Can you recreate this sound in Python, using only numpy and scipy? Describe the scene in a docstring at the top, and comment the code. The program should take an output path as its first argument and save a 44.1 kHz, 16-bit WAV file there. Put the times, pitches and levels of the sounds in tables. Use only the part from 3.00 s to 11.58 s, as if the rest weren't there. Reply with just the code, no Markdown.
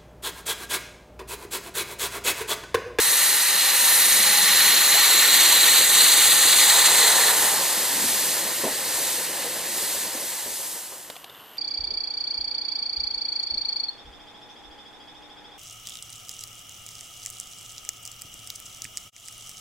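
"""A safety valve sputters and rings on a passing narrow-gauge steam locomotive until the cab hides it.
Its steam is noise through throat and casing resonances under a fluttering jet. A smoother leak, band-shaped
noise, swells and fades behind it, over rumbling wheels, narrow hums, and knocks and squeaks of the running gear.
The engine fades into a quiet lineside: a faint wash of drizzle, a small motor's whir, and a few near drops
that tick as short rings and splashes."""
import sys
import numpy as np
from scipy import signal
from scipy.fft import rfft, irfft, next_fast_len
from scipy.io import wavfile
from scipy.ndimage import uniform_filter1d, map_coordinates

SR = 44100
rng = np.random.default_rng(int(sys.argv[2]) if len(sys.argv) > 2 else 0)


def store_pcm(level_fs):
    """Save levels as 16-bit WAV."""
    pcm = np.round(np.clip(level_fs, -1, 1) * 32767).astype(np.int16)
    wavfile.write(sys.argv[1], SR, np.atleast_2d(pcm).T)


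N = 378378

# Resonances of the valve's throat, of a shoulder that radiates upward, and of the casing:
# (centre [Hz], half-width [Hz], relative level [dB])
THROAT_MODES = [(3850, 230, -9), (4095, 130, -2), (4310, 93, -7.5)]
SHOULDER_MODES = [(3470, 140, -4.5), (3800, 280, -3.5), (4260, 170, -2)]
CASING_MODES = [(829, 18, -3.5), (968, 15, -4), (1168, 30, -5.5), (1360, 26, -5), (1480, 11, -1.5),
                (1706, 110, -6), (1802, 28, 2), (1943, 126, 0)]
# Spectra of the broad blow, the jet and the wet spray: (frequency [Hz], relative density [dB per Hz])
BLOW_SPECTRUM = [(300, -28), (900, -13.5), (1130, -6.5), (1600, -7), (2200, -1), (2500, -2.5), (2850, -0.5),
                 (3200, -1.5), (4600, -0.5), (5200, -3.5), (6000, -7.5), (8000, -9)]
JET_SPECTRUM = [(4700, -33), (5600, -4.5), (6200, 0), (6650, 3), (7000, 2), (7400, 4.5), (8000, 2.5),
                (8550, 4.5), (9300, -0.5), (10500, -12), (13000, -40)]
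SPRAY_SPECTRUM = [(7500, -32), (9300, -4), (10200, -3), (11100, -1), (11700, -2.5), (12400, -1),
                  (13300, -8.5), (14200, -6), (15600, -10)]


def safety_valve(flutter_db=1.33, throat_db=-2, shoulder_db=-2.5, casing_db=-1, blow_db=0.5,
                 jet_db=2.0, spray_db=3.0, jet_share=0.42):
    """Wet steam lifts the valve unevenly: every spurt rings throat and casing and feeds the jet above them."""
    throat_level, casing_level, jet_level, spray_level = valve_levels()
    near = ramp(0.75, 3.0)  # from afar, scattered sound smooths the sputter
    flutter = wobble(70) + .5 * wobble(38) + .5 * wobble(170)
    lift = flutter_db * (0.42 + 0.38 * near) * flutter

    throat = amp(throat_db) * ringing(THROAT_MODES)
    shoulder = amp(shoulder_db) * near * ringing(SHOULDER_MODES)
    bright = (throat + shoulder) * amp(throat_level + lift + 0.75 * wobble(110))
    bright *= 1 - 0.51 * ramp(4.3, 4.4)  # the bright ring drops first

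    casing_gain = amp(casing_level + casing_db + 0.38 * lift + .5 * wobble(60))
    hollow = casing_gain * ringing(CASING_MODES)
    blow = amp(throat_level + blow_db + 0.76 * lift) * rush(BLOW_SPECTRUM)

    jet = amp(jet_level + jet_db + 1.04 * wobble(80)) * rush(JET_SPECTRUM)
    spray = amp(spray_level + spray_db + 0.59 * wobble(80)) * rush(SPRAY_SPECTRUM)
    hiss = amp(jet_share * lift) * (jet + spray)

    in_view = 1 - ramp(4.48, 4.58)  # the cab roof comes between valve and listener
    return in_view * swept(bright + hollow + blow + hiss)


# Rows for throat, casing, jet and spray, each strongest at its own time, levels before trims:
# (level [dB], time facing the listener [s], time to half power [s], loss behind the cab [dB])
VALVE_BEAMS = [(-21.5, 2.57, 1.49, 4.5), (-27.5, 2.03, 1.74, 1.5), (-21.5, 3.26, 1.9, 4.5),
               (-22, 2.54, 1.42, 0.5)]
# The valve spits extra water: (peak time [s], half length to 1/e [s], full gain, as in the spray [dB])
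WATER_SPITS = [(0.15, 0.22, 3.5), (0.975, 0.23, 3.5)]
# The valve lifts further or sags: (middle [s], half length to 1/e [s], full change, as in the throat [dB])
LIFT_SURGES = [(0.218, 0.06, 1.4), (1.58, 0.15, 1.1), (1.886, 0.023, -2.5), (2.873, 0.054, -3),
               (3.662, 0.12, 1.2), (4.077, 0.025, 2.5), (4.29, 0.054, 1.5), (4.355, 0.018, -2.5)]
# The cab screens the valve: (start of screening [s], fully screened [s])
CAB_SCREEN = (4.02, 4.49)
CAB_S, CAB_HALF_S = 4.1, 0.56  # the cab goes under: middle and half length to 1/e [s]


def valve_levels(spit_in_jet=0.67, surge_in_hiss=0.52, off_cab_db=4.0):
    """Each part swells in dB as it nears; the cab throws back the casing's ring and screens every part."""
    t = np.arange(N) / SR
    screened = ramp(*CAB_SCREEN)
    throat, casing, jet, spray = [db + passing(facing_s, reach_s) - lost_db * screened
                                  for db, facing_s, reach_s, lost_db in VALVE_BEAMS]
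    spit = sum(db * bump(t, s, half) for s, half, db in WATER_SPITS)
    surge = sum(db * bump(t, s, half) for s, half, db in LIFT_SURGES)
    casing = casing + off_cab_db * bump(t, CAB_S, CAB_HALF_S)
    hiss_surge = surge_in_hiss * surge
    return throat + surge, casing + surge, jet + spit_in_jet * spit + hiss_surge, spray + spit + hiss_surge


# Hollows glide through the steam as the angle to the boiler changes: (deepest time [s],
# half length to 1/e [s], centre at that time [Hz], rise [Hz per s], half-width to 1/e [Hz], depth [dB])
STEAM_HOLLOWS = [(0.706, 1.4, 7580, 200, 745, 4), (2.15, 0.66, 9450, 1700, 750, 6.5),
                 (2.795, 1.16, 5270, 260, 370, 7.5), (7.85, 0.55, 4000, 100, 650, 4)]


def swept(x, uneven_db=1):
    """Moving hollows in the spectrum of x, and a slight random unevenness over time and frequency."""
    hz, t, bins = signal.stft(x, SR, nperseg=512)
    unevenness = uniform_filter1d(rng.standard_normal(bins.shape[1:]), size=3, axis=0)
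    unevenness = uniform_filter1d(unevenness, size=4, axis=1)
    db = uneven_db * unit(unevenness)
    for s, half, centre, rise, width, depth in STEAM_HOLLOWS:
        gliding_band = bump(hz[:, None], centre + rise * (t - s), width)
        db = db - depth * bump(t, s, half) * gliding_band
    return signal.istft(bins * amp(db), SR, nperseg=512)[1][:, :N]


# Spectra of the leak's hiss and its lower rush: (frequency [Hz], relative density [dB per Hz])
LEAK_HISS_SPECTRUM = [(2000, -21.5), (3400, -9), (4200, -5), (5200, -10), (6600, -6), (7000, -6),
                      (7500, -4.5), (9000, -5), (10800, -6.5), (12300, -5.5), (13800, -7.5), (15200, -14),
                      (15800, -43)]
LEAK_RUSH_SPECTRUM = [(600, -35.5), (1300, -13), (1600, -7), (1770, -0.5), (1970, -1), (2300, -6.5),
                      (2950, -6.5), (3600, -11.5), (5000, -8), (8000, -38)]
# The leak swells as the wheels turn: (middle [s], length [s], full gain, as in the hiss [dB])
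WHEEL_SWELLS = [(5.19, 0.39, 2.5), (6.054, 0.33, 3.5), (6.885, 0.31, 4), (7.3, 0.16, 1.5),
                (7.68, 0.25, 2.4)]
SWELL_EDGE_S = 0.15  # rise and fall of a swell
# Fades of the hiss, and of the leak's rush and the rolling: (start [s], silent [s])
HISS_FADE = (7.53, 8.29)
BODY_FADE = (7.07, 8.4)


def steam_leak(hiss_db=-21.7, scattered_db=-34.5, rush_db=-32, swell_in_rush=0.27,
               rush_sag_db_per_s=3.0, waver_db=0.15):
    """A smooth leak takes over from the valve, swells with the wheels and recedes into scatter from trees."""
    t = np.arange(N) / SR
    swell = sum(db * np.clip(.5 + (length / 2 - np.abs(t - s)) / SWELL_EDGE_S, 0, 1)
                for s, length, db in WHEEL_SWELLS)
    direct = amp(hiss_db + passing(closest_s=4.19, reach_s=0.8))
    hiss_gain = np.hypot(direct, amp(scattered_db)) * amp(swell) * (1 - ramp(*HISS_FADE))
    sag_db = rush_sag_db_per_s * (t - CAB_SCREEN[1])
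    rush_gain = amp(rush_db - sag_db + swell_in_rush * swell) * (1 - ramp(*BODY_FADE))
    leak = hiss_gain * rush(LEAK_HISS_SPECTRUM) + rush_gain * rush(LEAK_RUSH_SPECTRUM)
    return ramp(4.1, 4.57) * amp(waver_db * wobble(25)) * swept(leak, uneven_db=0.85)


# Spectra of wheel rumble and hollow engine roar: (frequency [Hz], relative density [dB per Hz])
RUMBLE_SPECTRUM = [(20, -33), (35, -27), (52, -9), (95, -12), (140, -7.5), (185, -2.5), (250, -4), (340, 2),
                   (430, 0), (520, 6), (650, -0.5), (900, -18), (2000, -42)]
ROAR_SPECTRUM = [(350, -13), (550, -9.5), (720, -2.5), (840, 0.5), (985, 1), (1130, -3.5), (1300, -6.5),
                 (1700, -6), (3000, -54)]


def rolling(rumble_db=-39, roar_db=-36.5, cab_db=-30, lumpy_db=1.85):
    """Wheels rumble unevenly as they pass; the engine's hollow roar peaks as the cab goes under."""
    rumble = rumble_db + passing(closest_s=3.96, reach_s=2.22)
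    engine_gain = amp(roar_db + passing(closest_s=3.35, reach_s=2.25))
    cab_gain = amp(cab_db) * bump(np.arange(N) / SR, CAB_S, CAB_HALF_S)
    wheels = amp(rumble + lumpy_db * wobble(30)) * rush(RUMBLE_SPECTRUM)
    body = np.hypot(engine_gain, cab_gain) * amp(1.5 * wobble(22)) * rush(ROAR_SPECTRUM)
    return (1 - ramp(*BODY_FADE)) * (wheels + body)


# Hums that swell and die in wheels and bodywork:
# (peak time [s], half length to 1/e [s], pitch [Hz], half-width [Hz], peak level [dB])
ROLLING_HUMS = [(0.751, 0.26, 772, 12, -42.5), (1.372, 0.093, 843, 20, -38), (1.45, 0.39, 193.8, 38, -48),
                (2.25, 0.25, 405, 110, -45), (4.147, 0.3, 470, 89, -39), (5.036, 0.11, 257, 73, -42)]


def hums():
    """The rolling stirs one narrow resonance after another."""
    t = np.arange(N) / SR
    return sum(amp(db) * bump(t, s, half) * ringing([(hz, width, 0)])
               for s, half, hz, width, db in ROLLING_HUMS)


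# Knocks of the running gear: (time [s], level before the attack and decay [dB], pitch [Hz])
GEAR_KNOCKS = [(1.665, -34, 280), (1.943, -31, 460), (3.45, -34, 250), (5.04, -31.5, 280),
               (5.636, -24.5, 400), (5.647, -22.5, 357), (5.677, -26, 660), (5.98, -30, 420),
               (6.445, -30, 596), (6.56, -34, 480), (7.15, -34, 400), (7.46, -35, 380), (7.92, -42, 600)]


def knocks(attack_s=0.00084, t60_s=0.14, damping=1.0, order=5):
    """Slack in the running gear closes with dull blows, each into a broad, heavily damped resonance."""
    age = np.arange(SR // 2) / SR
    hz = np.fft.rfftfreq(len(age), 1 / SR) + 1
    blows = np.zeros(N + SR)
    onset = 1 - np.exp(-age / attack_s)
    for s, db, pitch in GEAR_KNOCKS:
        detune = (hz / pitch - pitch / hz) / damping
        band = (1 + detune ** 2 / order) ** (-order / 2)
        thud = unit(irfft(rfft(rng.standard_normal(len(age))) * band, len(age)))
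        blows[round(s * SR):][:len(age)] += amp(db - 60 * age / t60_s) * onset * thud
    return blows[:N]


# Squeaks of dry joints: (start [s], length [s], peak level [dB], first pitch [Hz], last pitch [Hz])
JOINT_SQUEAKS = [(1.932, 0.05, -30, 520, 995), (5.635, 0.024, -29, 1130, 780),
                 (5.656, 0.0215, -24.5, 520, 720)]


def squeaks(rough_hz=60):
    """Dry joints in the running gear give short, rough, gliding squeaks."""
    out = np.zeros(N)
    for s, length, db, first_hz, last_hz in JOINT_SQUEAKS:
        progress = ramp(s, s + length)
        pitch = first_hz + (last_hz - first_hz) * progress + rough_hz * wobble(400)
        swell = np.sin(np.pi * progress)
        out += amp(db) * swell * np.sin(2 * np.pi * np.cumsum(pitch) / SR)
    return out


# Near raindrops, levels before the attack and decay:
# (time [s], ring level [dB], ring pitch [Hz], splash level [dB])
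NEAR_DROPS = [(8.0995, -34, 600, -25), (8.155, -37, 1250, -34.5), (8.164, -34, 745, -32),
              (8.2425, -30.5, 785, -30), (8.296, -34, 3624, -38), (8.348, -35, 3520, -45),
              (8.571, -34, 3600, -39)]


def raindrops(ring_t60_s=0.023, splash_t60_s=0.022, attack_s=0.001):
    """Each near drop splashes and briefly rings what it lands on."""
    t = np.arange(SR // 10) / SR
    rings, splashes = np.zeros((2, N + SR))
    onset = 1 - np.exp(-t / attack_s)
    for s, ring_db, hz, splash_db in NEAR_DROPS:
        at = slice(round(s * SR), round(s * SR) + len(t))
        rings[at] += amp(ring_db - 60 * t / ring_t60_s) * onset * np.sin(2 * np.pi * hz * t)
        splashes[at] += amp(splash_db - 60 * t / splash_t60_s) * onset
    splash_noise = rush([(200, -8), (700, 0), (1800, -4.0), (3300, 2.5), (6000, -9), (15000, -12)])
    return rings[:N] + splashes[:N] * splash_noise


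# Spectrum of fine rain on leaves: (frequency [Hz], relative density [dB per Hz])
DRIZZLE_SPECTRUM = [(24, -46), (40, -18), (108, -10), (221, -8.5), (292, -5), (385, -7), (702, -3),
                    (844, -5), (1020, 0), (1280, -5), (1400, -4), (2500, -13.5), (2870, -4), (5360, -19.5),
                    (10000, -19), (13000, -49), (22000, -120)]


def drizzle(air_db=-49):
    """Fine rain on leaves makes a faint wash."""
    return ramp(7.6, 8.3) * amp(air_db + 0.64 * wobble(30)) * rush(DRIZZLE_SPECTRUM)


# Resonances of the faint whir: (centre [Hz], half-width [Hz], relative level [dB])
WHIR_MODES = [(2980, 200, -3), (9800, 70, -13), (11700, 400, -6), (13200, 220, -1)]


def whir(level_db=-52.5, depth=0.58, turn_hz=95):
    """In the quiet, a small motor buzzes once a turn, a little unsteadily."""
    turn = 2 * np.pi * turn_hz * np.arange(N) / SR + .8 * wobble(24)
    buzz = 1 + depth * np.cos(turn)
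    return ramp(7.7, 8.4) * amp(level_db) * buzz * ringing(WHIR_MODES)


def rush(spectrum):
    """Turbulence with a broad spectrum, silent beyond its end points."""
    lowest_hz, highest_hz = spectrum[0][0], spectrum[-1][0]
    return noise(lambda hz: amp(along(spectrum, hz)) * (hz > lowest_hz) * (hz < highest_hz))


def ringing(modes):
    """Turbulence inside steep-sided resonances, each at half amplitude one half-width off centre."""
    def gain(hz):
        power = sum((amp(db) / (1 + ((hz - centre) / width) ** 2)) ** 2 for centre, width, db in modes)
        return np.sqrt(power)
    return noise(gain)


# How alike the two sides are across the spectrum: (frequency [Hz], left-right correlation [0 to 1])
SIDE_LIKENESS = [(2500, 1), (3300, .99), (5000, .85), (8000, .91), (12500, .93), (15000, .82)]


def noise(gain):
    """Stereo noise of rms 1, coloured by gain(Hz); the two sides part a little in the treble."""
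    def mid_side_response(hz):
        turn = np.arccos(np.clip(along(SIDE_LIKENESS, hz), -1, 1)) / 2
        return gain(hz) * np.array([np.cos(turn), np.sin(turn)])
    mid, side = filtered(rng.standard_normal((2, N)), mid_side_response)
    return unit(np.array([mid + side, mid - side]))


def off_centre(x, lag_ms):
    """The treble of x reaches the left side just later; the bass is central."""
    def response(hz):
        lag_s = lag_ms / 1000 * np.clip((hz - 2600) / 1400, 0, 1)
        return np.exp(1j * np.pi * hz * lag_s * np.array([[-1], [1]]))  # half the lag on each side
    return filtered(x, response)


def passing(closest_s, reach_s):
    """Level in dB of a source rolling by at steady speed: half power reach_s before and after closest_s."""
    return -10 * np.log10(1 + ((np.arange(N) / SR - closest_s) / reach_s) ** 2)


def bump(t, peak_s, half_s):
    """A smooth rise to 1 and fall."""
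    return np.exp(-((t - peak_s) / half_s) ** 2)


def ramp(start, end):
    """Gain that rises from 0 to 1 between two times in seconds."""
    return np.clip((np.arange(N) / SR - start) / (end - start), 0, 1)


def wobble(rate):
    """A smooth random curve, rate knots a second."""
    knots = rng.standard_normal(int(N * rate / SR) + 4)
    return map_coordinates(knots, [np.arange(N) * rate / SR])


def filtered(x, response):
    """x times a response of frequency."""
    size = next_fast_len(N + SR // 2)
    return irfft(rfft(x, size) * response(np.fft.rfftfreq(size, 1 / SR)), size)[..., :N]


def along(points, hz):
    """(Hz, value) points read on a log axis."""
    f, v = np.transpose(points)
    return np.interp(np.log(hz + 1), np.log(f + 1), v)


def amp(db):
    """Decibels to gain."""
    return 10 ** (np.asarray(db) / 20)


def unit(x):
    """x at rms 1."""
    return x / np.sqrt(np.mean(x ** 2) + 1e-20)


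def scene():
    """The steam blows a shade right of centre, over the wheels; then the drizzle takes over."""
    steam = off_centre(safety_valve() + steam_leak(), lag_ms=0.021)
    engine = steam + rolling() + hums() + knocks() + squeaks()
    return engine + raindrops() + drizzle() + whir()


def record(dry):
    """A narrow dip thins the treble, and nothing passes above the band limit."""
    dip_hz, dip_half_width_hz, depth, top_hz = 7000, 45, .75, 15750

    def response(hz):
        dip = depth / (1 + ((hz - dip_hz) / dip_half_width_hz) ** 2)
        return (1 - dip) * (hz < top_hz)
    return filtered(dry, response)


dry = scene()
out = record(dry)
store_pcm(out)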